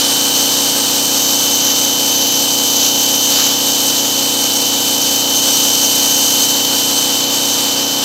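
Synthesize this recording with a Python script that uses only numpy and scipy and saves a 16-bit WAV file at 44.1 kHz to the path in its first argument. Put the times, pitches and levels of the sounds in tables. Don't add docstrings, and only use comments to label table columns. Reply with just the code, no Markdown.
import sys
import numpy as np
from scipy import signal
from scipy.fft import rfft, irfft, next_fast_len
from scipy.io import wavfile

SR = 44100
rng = np.random.default_rng(int(sys.argv[2]) if len(sys.argv) > 2 else 0)


def put_to_file(sound):
    columns = np.atleast_2d(sound).T
    safe = np.clip(columns, -1, 1)
    whole_steps = np.round(safe * 32767)
    wavfile.write(sys.argv[1], SR, whole_steps.astype(np.int16))


N = 354563
PINION_TEETH, WHEEL_TEETH = 11, 50

# time in seconds, tooth contacts per second.
GEAR_SPEED = [(0, 3054.5), (0.95, 3055.1), (1.4, 3051.5), (2.1, 3052.3), (3.0, 3049.5), (4.2, 3050.4),
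              (4.7, 3048.5), (5.5, 3052.7), (6.3, 3054.3), (7.2, 3053.8), (7.6, 3051.8)]
# multiple of motor speed, multiple of pump speed, level in dB.
HUM_PARTIALS = [(0, 1, -63.2), (0, 2, -41.3), (0, 3, -49.7), (0, 4, -33.9), (0, 5, -36.0), (0, 6, -47),
                (0, 7, -40.7), (0, 8, -33.8), (0, 9, -40.0), (0, 10, -49.5), (0, 11, -39.2), (0, 12, -46.9),
                (0, 13, -38.8), (0, 14, -40.6), (0, 15, -37.8), (0, 16, -41.0), (0, 17, -48.3),
                (0, 21, -47.1), (1, -2, -49.9), (1, -1, -40.8), (1, 0, -28.9), (1, 1, -37.4), (1, 3, -45.7),
                (1, 4, -49.1), (1, 5, -43.8), (1, 7, -43.1), (1, 9, -46.2), (1, 10, -49.3), (1, 13, -48.5),
                (2, 0, -38.4), (3, 0, -37.8), (10, 0, -44.9), (13, 0, -41.1), (20, 0, -42.0)]
# frequency in Hz, level in dB.
MAINS_BUZZ = [(100, -54.5), (150, -47.5), (200, -53)]
# time in seconds, mesh tone in dB, its octave in dB.
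WHINE_LEVELS = [(0, -21.7, -29), (.3, -21.2, -26.5), (.95, -24.7, -25), (1.5, -21.5, -24),
                (3.2, -20.8, -24), (3.9, -22.7, -28), (4.8, -21.7, -28), (5.6, -20.5, -24),
                (6.6, -20.7, -26), (8.04, -22.7, -29.5)]
# frequency in Hz, relative level in dB.
FAN_EQ = [(20, -36), (60, -30), (85, -13), (130, -8), (170, -5), (350, -0.5), (600, 5.5), (850, -3),
          (1100, -11), (2000, -22), (5000, -33)]
HOUSING_EQ = [(60, -36), (120, -15.5), (155, -1), (210, 6), (350, -0.5), (470, 3), (620, 1.5), (850, 7),
              (1050, -10), (1500, -28)]
HISS_EQ = [(1500, -39), (2100, -21.5), (2400, -10), (2650, -8.5), (2850, -3), (3300, -3.5), (3900, 1),
           (4500, 1.5), (5000, -1.5), (5700, 0.5), (6900, -2.5), (7500, -2.5), (8200, -11.5), (9500, -19.5)]
SPLASH_EQ = [(300, -12), (700, -5), (1200, 0.5), (1400, -3.5), (1520, 0), (1700, -4), (2100, -7),
             (2700, -5.5), (4000, -48)]
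MIST_EQ = [(7000, -23), (9700, -15), (10400, -7), (11300, -0.5), (12800, 3), (14000, -2), (15200, -3.5),
           (16000, -13)]
# time in seconds, force of the jet in dB, height on the grille from 0 to 1.
WAND_PATH = [(0, -0.3, 0), (.4, 0.5, 0.4), (.8, -.3, 0.18), (1.25, 1.1, 0.57), (2.0, -0.1, 0.6),
             (2.8, 0.3, 0.74), (3.4, 0.5, 0.65), (4.15, -.8, .58), (5.2, 0.2, 0.67), (5.55, 1.5, 0.44),
             (6.4, 2.3, 0.53), (6.65, 0.8, .48), (7.1, -1.0, 0.38), (8.04, -2.0, 0.44)]
# centre in seconds, boosts in dB for hiss,
# splash, sizzle and force, half length in seconds.
JET_SURGES = [(0.03, 2, .5, 0, -1, .045), (1.66, 0, 2.5, 0, -0.5, .055), (2.83, 2.5, 1.5, 0, 0.5, 0.059),
              (3.415, 3.9, 5.8, 0, 0.3, 0.088), (3.88, .5, .7, 4, 1.5, .03),
              (5.48, 1.7, 1.5, 2.0, -.3, .04), (6.97, .2, 0, 1.5, .1, .08)]
# centre in seconds, sizzle loss in dB, force loss in dB, half length in seconds.
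SWING_DIPS = [(1.27, 3.5, 0, .07), (1.69, 6, -1, .07), (1.95, 2.5, .6, .06), (2.24, 7, -0.5, 0.098),
              (2.85, 5, -0.3, .11), (3.43, 8, -0.5, 0.092), (3.58, 3, 1.0, .04), (4.0, 2.5, -0.3, .06),
              (4.77, 1, 0.7, .06), (5.27, 2, 2.5, 0.064), (6.63, 3, 1.3, .09), (7.27, 5, 1.5, .07),
              (7.83, 4, 2, 0.15)]
# centre in seconds, pitch in Hz, level in dB.
EDGE_WHISTLES = [(1.39, 6230, -18), (1.53, 6200, -20), (2.11, 6250, -20), (5.03, 5750, -20),
                 (5.37, 6300, -18), (5.545, 5730, -19), (6.15, 6460, -20), (6.432, 6350, -17),
                 (6.986, 6200, -19), (7.506, 6370, -17), (7.556, 6270, -20)]


def from_db(db):
    return 10 ** (np.asarray(db) / 20)


def rms_one(x):
    return x / np.sqrt(np.mean(x ** 2) + 1e-20)


def automation(rows):
    times, *columns = np.transpose(rows)
    return [np.interp(np.arange(N) / SR, times, column) for column in columns]


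def swell(centre_s, half_s):
    return np.exp(-np.minimum(((np.arange(N) / SR - centre_s) / half_s) ** 2, 20))


def bumps(rows):
    return sum(np.outer(heights, swell(centre_s, half_s)) for centre_s, *heights, half_s in rows)


def filtered(x, gain_at):
    size = next_fast_len(N + SR // 10)
    hz = np.maximum(np.fft.rfftfreq(size, 1 / SR), 1)
    return irfft(rfft(x, size) * gain_at(hz), size)[:N]


def coloured(x, eq):
    points_hz, db = np.transpose(eq)
    curve = lambda hz: from_db(np.interp(np.log(hz), np.log(points_hz), db))
    roll_off = lambda hz: np.minimum(1, hz / points_hz[0]) ** 2 * np.minimum(1, points_hz[-1] / hz) ** 2
    return rms_one(filtered(x, lambda hz: curve(hz) * roll_off(hz)))


def drift(rate_hz, size=4096):
    hz = np.fft.rfftfreq(size, N / SR / size)
    slow = irfft(rfft(rng.standard_normal(size)) / (1 + (hz / rate_hz) ** 2))
    return rms_one(np.interp(np.arange(N), np.linspace(0, N, size), slow))


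def resonance(drive, centre_hz, width_hz):
    skirt = lambda hz: 1 / np.sqrt(1 + (2 * hz / width_hz) ** 4)
    angle = 2 * np.pi * np.cumsum(centre_hz) / SR
    return rms_one(sum(filtered(drive * wave, skirt) * wave for wave in (np.cos(angle), np.sin(angle))))


def motor_and_pump(pump_angle):
    motor_angle = pump_angle * WHEEL_TEETH / PINION_TEETH
    hum = np.zeros(N)
    for of_motor, of_pump, db in HUM_PARTIALS:
        smear = 1.66 * of_pump ** 2
        hum += from_db(db) * np.sin(of_motor * motor_angle + of_pump * pump_angle + smear)
    buzz = sum(from_db(db) * np.sin(2 * np.pi * hz * np.arange(N) / SR) for hz, db in MAINS_BUZZ)
    fan = from_db(-36.5) * coloured(rng.standard_normal(N), FAN_EQ)
    return np.sqrt(2) * (hum + buzz) + fan


def gear_rumble(pump_angle):
    pairs = PINION_TEETH * WHEEL_TEETH
    contacts = pump_angle / (2 * np.pi) * WHEEL_TEETH
    errors = np.interp(contacts, np.arange(pairs), rng.standard_normal(pairs), period=pairs)
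    return from_db(-34) * coloured(errors, HOUSING_EQ)


def stroke(angle, sharpness):
    return np.exp(sharpness * (np.cos(angle) - 1))


def gear_whine(pump_angle):
    tone_db, octave_db = automation(WHINE_LEVELS)
    mesh = WHEEL_TEETH * pump_angle - .88 * stroke(pump_angle - .3, sharpness=2.3) + .04 * drift(25)
    throb = 1 + .67 * stroke(pump_angle, sharpness=6.6) + .14 * np.cos(pump_angle)
    tone = rms_one(throb * np.sin(mesh))
    octave = rms_one((.17 + stroke(pump_angle - .4, sharpness=.61)) * np.sin(2 * mesh))
    return from_db(tone_db) * tone + from_db(octave_db) * octave


def drops(per_s, spread_db):
    hits = rng.random(N) < per_s / SR
    return rms_one(hits * rng.standard_normal(N) * from_db(spread_db * rng.standard_normal(N)))


def fin_ring(pump_angle):
    ring_hz = 6230 + 45 * drift(3)
    pulses = 1 + .11 * np.cos(pump_angle - .5)
    chatter = from_db(.9 * drift(45) + 1.5 * drift(7))
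    return rms_one(pulses * chatter) * resonance(rng.standard_normal(N), ring_hz, width_hz=810)


def grille_sizzle(height, dip_db):
    centre_hz = 8140 + 900 * np.exp(-height / .13) - 67 * dip_db
    level = from_db(.8 * drift(8.9) - dip_db)
    return level * resonance(drops(per_s=22000, spread_db=3.5), centre_hz, width_hz=1210)


def jet(pump_angle):
    force_db, height = automation(WAND_PATH)
    sizzle_dip_db, force_dip_db = bumps(SWING_DIPS)
    hiss_boost_db, splash_boost_db, sizzle_boost_db, force_boost_db = bumps(JET_SURGES)
    force_db += force_boost_db - force_dip_db

    def fader(mid_height_db, per_force, rise_db):
        return from_db(mid_height_db + per_force * force_db + rise_db * (height - .5))

    hiss = from_db(hiss_boost_db) * coloured(drops(per_s=36000, spread_db=2.5), HISS_EQ)
    splash = from_db(splash_boost_db) * coloured(drops(per_s=15000, spread_db=1.1), SPLASH_EQ)
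    fins = fin_ring(pump_angle)
    sizzle = from_db(sizzle_boost_db) * grille_sizzle(height, sizzle_dip_db)
    mist = coloured(drops(per_s=32000, spread_db=2.5), MIST_EQ)
    return (hiss * fader(-17.5, per_force=.46, rise_db=-2)
            + splash * fader(-31, per_force=.27, rise_db=-5.5)
            + fins * fader(-23.6, per_force=2, rise_db=5.5)
            + sizzle * fader(-26, per_force=.7, rise_db=-5.5)
            + mist * fader(-23.5, per_force=1.02, rise_db=.3))


def edge_whistles():
    swells = sum(from_db(db) * swell(centre_s, half_s=.022) for centre_s, _, db in EDGE_WHISTLES)
    pitch_hz, _ = automation(EDGE_WHISTLES)
    return swells * resonance(rng.standard_normal(N), pitch_hz, width_hz=240)


def scene():
    (mesh_hz,) = automation(GEAR_SPEED)
    pump_angle = 2 * np.pi * np.cumsum(mesh_hz / WHEEL_TEETH) / SR
    machine = motor_and_pump(pump_angle) + gear_rumble(pump_angle) + gear_whine(pump_angle)
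    spray = jet(pump_angle)
    turbulence = from_db(.67 * drift(50))
    mix = machine + turbulence * (spray + edge_whistles())
    return np.stack([mix, mix])


def record(dry):
    cutoff_hz = 15750
    low_pass = signal.ellip(12, .1, 80, cutoff_hz, fs=SR, output="sos")
    return signal.sosfilt(low_pass, np.clip(dry, -1, 1))


dry = scene()
out = record(dry)
put_to_file(out)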